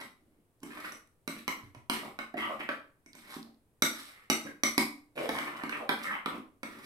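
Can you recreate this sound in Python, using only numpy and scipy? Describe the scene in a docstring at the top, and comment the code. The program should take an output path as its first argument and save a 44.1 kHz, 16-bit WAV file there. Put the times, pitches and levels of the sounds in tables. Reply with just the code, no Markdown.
"""A metal spoon stirs thick paste in a bowl held on a wooden table, in a small hard-walled room.
Light knocks come first and grow harder, each clacking the bowl and thumping the table. From 2 s the
spoon grinds along the wall in gritty, squelching strokes; just after 3 s air pockets smack in the paste.
Four hard, ringing knocks follow around 4-5 s, then the heaviest grinding and wet crackle, which ease
off before 7 s. The room answers every knock over a faint hum and hiss."""
import sys
import numpy as np
from scipy import signal
from scipy.fft import rfft, irfft
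from scipy.io import wavfile
from scipy.ndimage import uniform_filter1d

SR = 44100
rng = np.random.default_rng(int(sys.argv[2]) if len(sys.argv) > 2 else 0)


def digitize_waveform(pressure):
    """Quantize a signal to 16-bit integers and store it at the path in sys.argv[1].

    Rows of a 2-D input are taken as channels; values are limited to [-1, 1].
    """
    field = np.atleast_2d(pressure).T
    bounded = np.clip(field, -1, 1)
    quanta = np.round(bounded * 32767).astype(np.int16)
    wavfile.write(sys.argv[1], SR, quanta)


N = 302085


def amp(db):
    return 10 ** (np.asarray(db) / 20)


def unit(x):
    """Scales to an energy of one."""
    return x / np.sqrt(np.sum(x ** 2) + 1e-20)


def curve(points, hz):
    """Reads a breakpoint curve on a log-frequency axis."""
    f, value = np.transpose(points)
    return np.interp(np.log(hz + 1), np.log(f + 1), value)


def bell(hz, centre_hz, octaves):
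    """Bell curve on a log-frequency axis."""
    return np.exp(-.5 * (np.log2((hz + 1) / centre_hz) / octaves) ** 2)


def eq(points, centre_hz=1000, lift_db=0, octaves=1, size=2048):
    """Causal impulse response of an EQ curve with an optional bell boost."""
    hz = abs(np.fft.fftfreq(size, 1 / SR))
    log_gain = np.log(amp(curve(points, hz) + lift_db * bell(hz, centre_hz, octaves)))
    return unit(np.fft.ifft(np.exp(np.conj(signal.hilbert(log_gain)))).real)


def convolve(x, response):
    """Plays x through a response and keeps its length."""
    return signal.fftconvolve(x, response)[:len(x)]


def add(mix, start, sound):
    """Drops a sound into the mix at a time in seconds."""
    part = mix[..., max(round(start * SR), 0):][..., :sound.shape[-1]]
    part += sound[..., :part.shape[-1]]


def delayed(x, seconds):
    return np.interp(np.arange(N) - seconds * SR, np.arange(N), x, left=0)


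def grains(per_s, spread_db, size=N):
    """Sparse clicks of very uneven size, rms one."""
    height = amp(spread_db * np.minimum(rng.exponential(1, size), 4))
    polarity = rng.choice([-1, 1], size)
    fires = rng.random(size) < per_s / SR
    return unit(height * polarity * fires) * np.sqrt(size)


def ring(modes, uneven_db=0, detune=0, sustain=1):
    """Dying sines of a struck body; the strike point and clinging paste shift each mode a little."""
    t = np.arange(SR // 2) / SR
    out = np.zeros(len(t))
    for hz, db, t60 in modes:
        level_shift, pitch_shift = rng.uniform(-0.77, 1, 2)
        tone = np.sin(2 * np.pi * hz * (1 + detune * pitch_shift) * t)
        decay = np.exp(-np.log(1000) * t / (t60 * sustain))
        out += amp(db + uneven_db * level_shift) * tone * decay
    return unit(out)


# Stereo image of the room's diffuse sound: (f/Hz, left-right correlation)
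ROOM_IMAGE = [(100, 0.78), (380, 0.89), (700, 0.76), (1200, 0), (16000, 0.23)]
def diffuse_noise(size):
    """Short-time spectra of stereo noise, narrow in the bass and wide above."""
    hz, t, (left, other) = signal.stft(rng.standard_normal((2, size)), SR, nperseg=512)
    alike = np.clip(curve(ROOM_IMAGE, hz), -1, 1)[:, None]
    right = alike * left + np.sqrt(1 - alike ** 2) * other
    return hz, t, np.array([left, right])


# EQ of the room tone: (f/Hz, level/dB). Levels in all tables are relative, ahead of the faders.
ROOM_TONE_EQ = [(12, 5.5), (20, -5), (110, 1), (182, -5.5), (459, -7.5), (607, -12.5), (3530, -28),
                (4940, -31), (7110, -30), (8410, -25), (11800, -25), (14700, -32.5), (16000, -28)]
def room_tone(level_db=-71):
    """A faint, steady bed of hum and hiss."""
    noise = signal.istft(diffuse_noise(N)[2])[1][:, :N]
    gain = amp(curve(ROOM_TONE_EQ, np.fft.rfftfreq(N, 1 / SR)))
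    bed = irfft(rfft(noise) * gain, N)
    return amp(level_db) * unit(bed) * np.sqrt(2 * N)


# Reverb time of the room: (f/Hz, t60/s)
ROOM_DECAY = [(200, 0.34), (1000, 0.37), (3000, 0.33), (7000, 0.33), (14000, 0.32)]
def room_reverb(send, gap_s=0.00067, hold_s=0.029, layers=3, drift_per_s=0.8246):
    """Close walls hold the echoes level for a moment, then each band dies at its own speed."""
    out = np.zeros((2, N))
    for k in range(layers):
        hz, t, spectra = diffuse_noise(SR // 2)
        decay = np.exp(-np.log(1000) * np.maximum(t - hold_s, 0) / curve(ROOM_DECAY, hz)[:, None])
        tails = signal.istft(spectra * decay)[1]
        tails *= np.clip(np.arange(tails.shape[1]) / SR / gap_s - .5, 0, 1)
        # the echo pattern shifts as the hand moves
        crossfade = np.sqrt(2 / layers) * np.cos(np.pi * (drift_per_s * np.arange(N) / SR + k / layers))
        out += [convolve(send * crossfade, unit(tail)) for tail in tails]
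    return out


# Boomy modes of the table top: (f/Hz, level/dB, t60/s)
TABLE_MODES = [(168.1, -2.5, 0.23), (227.9, 1, 0.35), (270.4, 9.5, 0.12), (269.2, -5, 0.3),
               (292.6, -4.5, 0.53), (317.9, 1.5, 0.31), (372, 0, 0.2)]
# Dull, woody EQ of thuds and dragging: (f/Hz, level/dB)
WOOD_EQ = [(60, -20.5), (130, -10), (200, -1.5), (330, 3), (450, -8.5), (800, -40.5)]
# Low shudders as the bowl shifts on the table: (t/s, level/dB, f/Hz)
SHUDDER_CUES = [(1.635, -20.5, 119.8), (1.655, -23, 93.3), (1.766, -19.5, 124), (5.331, -27, 88)]
def table_top(push, boom_db=-1, thud_db=-7, lag_s=0.00061, attack_s=0.0028, low_cut_hz=140):
    """Knocks and dragging pass through the bowl into the wood; returns thumps and drag rumble."""
    thumps = np.zeros(N)
    low_cut = signal.butter(4, low_cut_hz, "high", fs=SR, output="sos")
    for start, _, _, db, *_ in KNOCK_CUES:
        modes = ring(TABLE_MODES, uneven_db=1.5, detune=0.0093)
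        fade_in = 1 - np.exp(-np.arange(len(modes)) / SR / attack_s)
        boom = unit(signal.sosfilt(low_cut, modes * fade_in))
        add(thumps, start + lag_s, amp(db + boom_db) * boom)
        add(thumps, start, amp(db + thud_db) * eq(WOOD_EQ))
    for start, db, hz in SHUDDER_CUES:
        add(thumps, start, amp(db) * ring([(hz, 0, .25)]))
    rumble = unit(convolve(grains(per_s=600, spread_db=4.5), eq(WOOD_EQ))) * np.sqrt(N)
    return thumps, push * rumble


# Bright, wet EQ of the paste: (f/Hz, level/dB)
PASTE_EQ = [(1500, -28), (3200, 8.5), (4100, 8.5), (5000, 3.5), (5900, -2.5), (6800, -1), (8300, 3.5),
            (10000, 1), (12300, 2.5), (14000, -4), (15500, -15)]
def paste_crackle(wetness, clump_db=6, clump_s=.012):
    """The paste tears in clumps of small crackles."""
    clumps = np.interp(np.arange(N) / SR / clump_s, np.arange(N), rng.standard_normal(N))
    tearing = unit(grains(per_s=1400, spread_db=2.5) * amp(clump_db * clumps)) * np.sqrt(N)
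    return wetness * convolve(tearing, eq(PASTE_EQ))


# Bursting air pockets: (t/s, level/dB, boost f/Hz)
SMACK_CUES = [(0.604, -45, 6300), (1.074, -42, 8650), (3.132, -28, 5000), (3.343, -25, 6050),
              (3.429, -25, 4740), (3.545, -46, 4530), (6.845, -32, 4920)]
def paste_smacks(gain_db=2):
    """Air pockets in the paste burst with short dry ticks."""
    out = np.zeros(N)
    for start, db, hz in SMACK_CUES:
        add(out, start, amp(db + gain_db) * eq(PASTE_EQ, hz, lift_db=14, octaves=.35))
    return out


# Squelches and squeaks of the spoon in the paste: (t/s, length/s, from f/Hz, to f/Hz, level/dB)
SQUELCH_CUES = [(0.842, 0.024, 1500, 1430, -40.5), (1.914, 0.041, 2900, 2800, -42.5),
                (2.338, 0.021, 760, 586, -40), (2.366, 0.083, 2030, 2040, -39.5),
                (2.384, 0.15, 1240, 1146, -39.5), (2.39, 0.058, 2900, 2980, -40),
                (2.492, 0.027, 694, 480, -39), (2.587, 0.034, 2130, 2800, -45),
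                (4.454, 0.012, 468, 636, -46.5), (4.468, 0.016, 1400, 1900, -44.5),
                (5.17, 0.079, 545, 520, -37.5), (5.223, 0.0267, 490, 490, -38.5),
                (5.725, 0.019, 2570, 2300, -42), (5.818, 0.013, 700, 563, -35.5),
                (6.054, 0.071, 1900, 1640, -37), (6.104, 0.029, 1330, 980, -33.5)]
def squelches(relative_width=0.069):
    """Irregular slips ring a narrow resonance that glides as the gap from spoon to wall changes."""
    out = np.zeros(N)
    for start, length, from_hz, to_hz, db in SQUELCH_CUES:
        size = round(length * SR)
        slips = grains(per_s=1100, spread_db=2.0, size=SR // 4)[:size]
        carrier = np.exp(2j * np.pi * np.cumsum(np.geomspace(from_hz, to_hz, size)) / SR)
        low_pass = signal.butter(2, relative_width * from_hz, fs=SR, output="sos")
        swept_band = (signal.sosfilt(low_pass, slips / carrier) * carrier).real
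        squelch = swept_band * signal.windows.tukey(size, .4)
        add(out, start, amp(db) * unit(squelch) * np.sqrt(size))
    return out


# Strokes along the wall, levels at mid-stroke: (t/s, length/s, grind level/dB, swell/dB,
# resonance from f/Hz, to f/Hz, table push level/dB, wet crackle level/dB)
STROKE_CUES = [(-0.01, 0.066, -43.5, -17, 1290, 1240, -49, -53.5),
               (0.195, 0.22, -78, -1, 500, 455, -70.5, -96),
               (0.613, 0.19, -49, 16.5, 1050, 1450, -52, -59.5),
               (0.833, 0.1, -48, -19, 1380, 1630, -53.5, -54),
               (1.276, 0.13, -51, 3, 1690, 2040, -50.5, -51.5),
               (1.562, 0.11, -60.5, -1, 1900, 1270, -60.5, -74),
               (1.905, 0.2, -42.5, -11.5, 1900, 660, -48.5, -52.5),
               (2.365, 0.19, -39, -3.5, 1880, 580, -47, -54),
               (2.59, 0.07, -41.5, -31.5, 1500, 1900, -49.5, -60),
               (2.684, 0.038, -60, 4, 1390, 1250, -53, -57.5),
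               (3.128, 0.23, -53, 24.5, 1920, 1070, -63, -57), (3.413, 0.085, -64.5, 5, 560, 710, -62, -88),
               (3.928, 0.33, -55.5, -12.5, 1500, 1830, -72, -61),
               (4.444, 0.037, -40.5, 5, 1180, 1720, -42, -59),
               (5.152, 0.12, -33.5, -1, 440, 460, -48.5, -51.5),
               (5.321, 0.18, -36, -1.5, 1100, 1210, -44.5, -49.5),
               (5.506, 0.14, -42.5, 5, 840, 1440, -53.5, -61),
               (5.711, 0.135, -38, -10, 2200, 620, -50.5, -59),
               (5.955, 0.2, -36.5, 10, 1600, 1310, -53, -55.5),
               (6.297, 0.064, -44, 2, 1080, 835, -45, -62.5),
               (6.63, 0.18, -52, 6, 1470, 1130, -54.5, -62.5),
               (6.814, 0.06, -50, 10, 1800, 2060, -51, -50.5)]
def stroke_envelopes(attack_s=0.013, release_s=0.03, push_follow=0.3, wet_follow=0.99):
    """In each stroke the spoon meets the wall, bears down or eases, and leaves; its resonance glides."""
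    settle_db_per_s = -16.5  # the bowl settles in the hand, easing the push on the table
    wipe_db_per_s = -36.5  # the wall is wiped clean, drying up the crackle
    t = np.arange(N) / SR
    pressure, push, wetness = np.zeros((3, N))
    centre_hz = np.ones(N)
    for start, length, grind_db, swell_db, from_hz, to_hz, push_db, wet_db in STROKE_CUES:
        touch = np.clip((t - start) / attack_s, 0, 1)
        touch *= np.clip((start + length - t) / release_s + .5, 0, 1)
        progress = np.clip((t - start) / length, 0, 1)
        effort_db = swell_db * (progress - .5)
        past_middle_s = length * (progress - .5)
        pressure += touch * amp(grind_db + effort_db)
        push += touch * amp(push_db + push_follow * effort_db + settle_db_per_s * past_middle_s)
        wetness += touch * amp(wet_db + wet_follow * effort_db + wipe_db_per_s * past_middle_s)
        centre_hz = np.where(t >= start, from_hz * (to_hz / from_hz) ** progress, centre_hz)
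    return pressure, centre_hz, push, wetness


# Gritty midrange EQ of the spoon on the wall: (f/Hz, level/dB)
GRIND_EQ = [(150, -11), (300, -13), (520, 12.5), (850, 5), (1200, 9), (1600, 0), (2150, 13), (2550, 4.5),
            (3000, 6), (3600, -6.5), (5000, -29.5), (8000, -85)]
def spoon_grind(pressure, centre_hz, gain_db=-1, lift_db=14, octaves=0.65, lump_db=3):
    """Tiny slips of the spoon's edge excite a resonance that moves with the contact point."""
    hz, t, slips = signal.stft(grains(per_s=850, spread_db=5.5), SR, nperseg=512)
    # lumps of paste open and close small cavities, so the colour keeps shifting
    lumps = uniform_filter1d(rng.standard_normal(slips.shape), size=4, axis=0)
    lumps = uniform_filter1d(lumps, size=9, axis=1)
    resonance_db = lift_db * bell(hz[:, None], np.interp(t * SR, np.arange(N), centre_hz), octaves)
    colour = amp(curve(GRIND_EQ, hz)[:, None] + resonance_db + lump_db * lumps / lumps.std())
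    colour /= np.sqrt(np.mean(colour ** 2, axis=0))
    return amp(gain_db) * pressure * signal.istft(slips * colour)[1][:N]


def impact(chatter, decay_s, size=2048):
    """A sharp blow, then chatter of metal on the wall that swells and dies within milliseconds."""
    t = np.arange(size) / SR
    rattle = rng.standard_normal(size) * np.sqrt(t) * np.exp(-t / decay_s)
    return (t == 0) + chatter * unit(rattle)


# Ringing modes of the bowl and of the spoon: (f/Hz, level/dB, t60/s)
BOWL_MODES = [(2220, -23.5, 0.12), (2240, -27.5, 0.15), (2150, -6.5, 0.036)]
SPOON_MODES = [(3950, -27.5, 0.12), (3840, -2, 0.16), (5520, -12, 0.07), (5897, 9.5, 0.03),
               (5860, 14, 0.025), (6120, -4.5, 0.11), (8220, 4.5, 0.1), (11270, -3.5, 0.15),
               (10700, -29, .04), (13700, -13, 0.04)]
# EQs of a knock's three transients, hollow clack, hard crack and bright tick: (f/Hz, level/dB)
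CLACK_EQ = [(50, -43.5), (200, -19), (400, -3), (520, 3.5), (680, 4), (820, 1.5), (1000, 4.5), (1500, 2.5),
            (1850, 1.5), (2300, 2), (3200, -19), (6000, -43)]
CRACK_EQ = [(100, -57.5), (1500, -16.5), (2400, -10.5), (2900, 5), (3500, -2), (3900, 1), (4700, -5),
            (5200, -6.5), (6200, -18), (6800, -20)]
TICK_EQ = [(100, -61), (5000, -33), (6800, -8.5), (7400, 0.5), (8300, 6), (9200, -1), (10000, 0),
           (11700, -3.5), (13200, -4), (14200, -6), (15500, -29)]
# Hits of the spoon on the bowl: (t/s, clack level/dB, clack f/Hz, table thump level/dB,
# tick level/dB, bowl ring level/dB, spoon ring level/dB)
KNOCK_CUES = [(0.632, -19.5, 670, -13, -23.5, -23, -27), (0.9214, -16.5, 1060, -30.5, -26.5, -20, -21),
              (1.2769, -8, 580, -6.5, -14.5, -9.5, -16.5), (1.479, -1, 1090, -8.5, -14, 0.5, -14.5),
              (1.748, -18.5, 935, -25.5, -38.5, -50, -36.5), (1.8978, 2.5, 1040, -5.5, -8.5, -8, -22),
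              (2.189, -4.5, 1210, -16, -25, -8.5, -28.5), (2.341, -12.5, 660, -11.5, -57.5, -41, -53.5),
              (2.6899, 2.5, 1360, -12, -32.5, -43, -33), (3.0616, -37, 657, -28, -38, -26, -32.5),
              (3.1516, -27, 1000, -27.5, -31.5, -24.5, -29), (3.365, -21.5, 1080, -10, -43.5, -46, -37.5),
              (3.822, 5, 1640, 0.5, 0, 5, 1), (4.3, 3, 1480, 1.5, -3.5, 2, 2),
              (4.635, 1, 1240, -3.5, -4.5, 5.5, 1), (4.779, 3.5, 860, 3.5, -2, 7.5, -12.5),
              (5.291, 0.5, 750, -6, -19, -6, -20.5), (5.387, -2.5, 1220, -18, -19.5, -18, -28),
              (5.636, -5.5, 1270, -6.5, -27, -9, -34), (5.694, -5.5, 1390, -15, -23, -15, -26),
              (5.8918, 6.5, 967, -3.5, -16, -31, -55), (6.2596, 1.5, 986, -6.5, -22, -26, -39),
              (6.381, -39, 862, -11.5, -50, -47, -65), (6.6314, -7.5, 1140, -13, -23, -10.5, -26)]
def spoon_knocks(wall_gain_db=-2, crack_gain_db=-1, free_ring_db=-4, damping=0.44):
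    """Each knock clacks and sets bowl and spoon ringing; returns a mono send and the panned pair."""
    wall, metal = np.zeros((2, N))
    for start, clack_db, clack_hz, _, tick_db, bowl_db, spoon_db in KNOCK_CUES:
        blow = impact(chatter=3.8, decay_s=0.00098)
        # buried in paste, the spoon rings weakly and briefly and its crack is duller
        sustain = amp(damping * min(spoon_db - free_ring_db, 0))
        crack_eq = eq(CRACK_EQ, centre_hz=4500 * sustain ** 0.32, lift_db=2, octaves=0.58)
        # the crack lies between clack and tick, and grows faster with force
        crack_db = 1.24 * (clack_db + 0.38 * (tick_db - clack_db))
        clack_eq = eq(CLACK_EQ, clack_hz, lift_db=7, octaves=0.28)
        add(wall, start, amp(bowl_db) * ring(BOWL_MODES, uneven_db=-2, detune=0.015))
        add(wall, start, amp(clack_db) * unit(convolve(impact(chatter=1.97, decay_s=0.0028), clack_eq)))
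        add(metal, start, amp(spoon_db) * ring(SPOON_MODES, uneven_db=8, detune=0.0033, sustain=sustain))
        add(metal, start, amp(crack_db + crack_gain_db) * unit(convolve(blow, crack_eq)))
        add(metal, start, amp(tick_db) * unit(convolve(blow, eq(TICK_EQ))))
    wall *= amp(wall_gain_db)
    return wall + metal, wall * amp([[-2], [2]]) + metal * amp([[-3], [3]])


def scene(direct_db=-5, bounce_db=-8, sing_db=-13, send_db=-2.5, thump_send_db=-6, smack_send_db=-9):
    """The mix: the bowl stands to the right, so that side is louder and earlier."""
    knock_send, knocks = spoon_knocks()
    pressure, centre_hz, push, wetness = stroke_envelopes()
    thumps, drag = table_top(push)
    crackle = paste_crackle(wetness)
    smacks = paste_smacks()
    # stirring keeps bowl and spoon faintly ringing
    sing = convolve(crackle, ring(BOWL_MODES)) + convolve(crackle, ring(SPOON_MODES))
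    stirring = spoon_grind(pressure, centre_hz) + squelches() + crackle + amp(sing_db) * sing + drag
    left, right = knocks + (stirring + smacks) * amp([[-2], [1.5]])
    direct = np.array([np.roll(left, round(0.00019 * SR)), right])
    table_bounce = np.array([delayed(left, seconds=0.000776), delayed(right, seconds=0.001217)])
    close = amp(direct_db) * (direct + amp(bounce_db) * table_bounce) + thumps * amp([[-3], [-1]])
    send = amp(send_db) * (knock_send + stirring)
    send += amp(thump_send_db) * thumps + amp(smack_send_db) * smacks
    return close + room_reverb(send) + room_tone()


def record(dry, high_cut_hz=15900):
    """A steep high cut on the master."""
    high_cut = signal.firwin(255, high_cut_hz, window=("kaiser", 9), fs=SR)
    return signal.oaconvolve(dry, high_cut[None], "same")


dry = scene()
out = record(dry)
digitize_waveform(out)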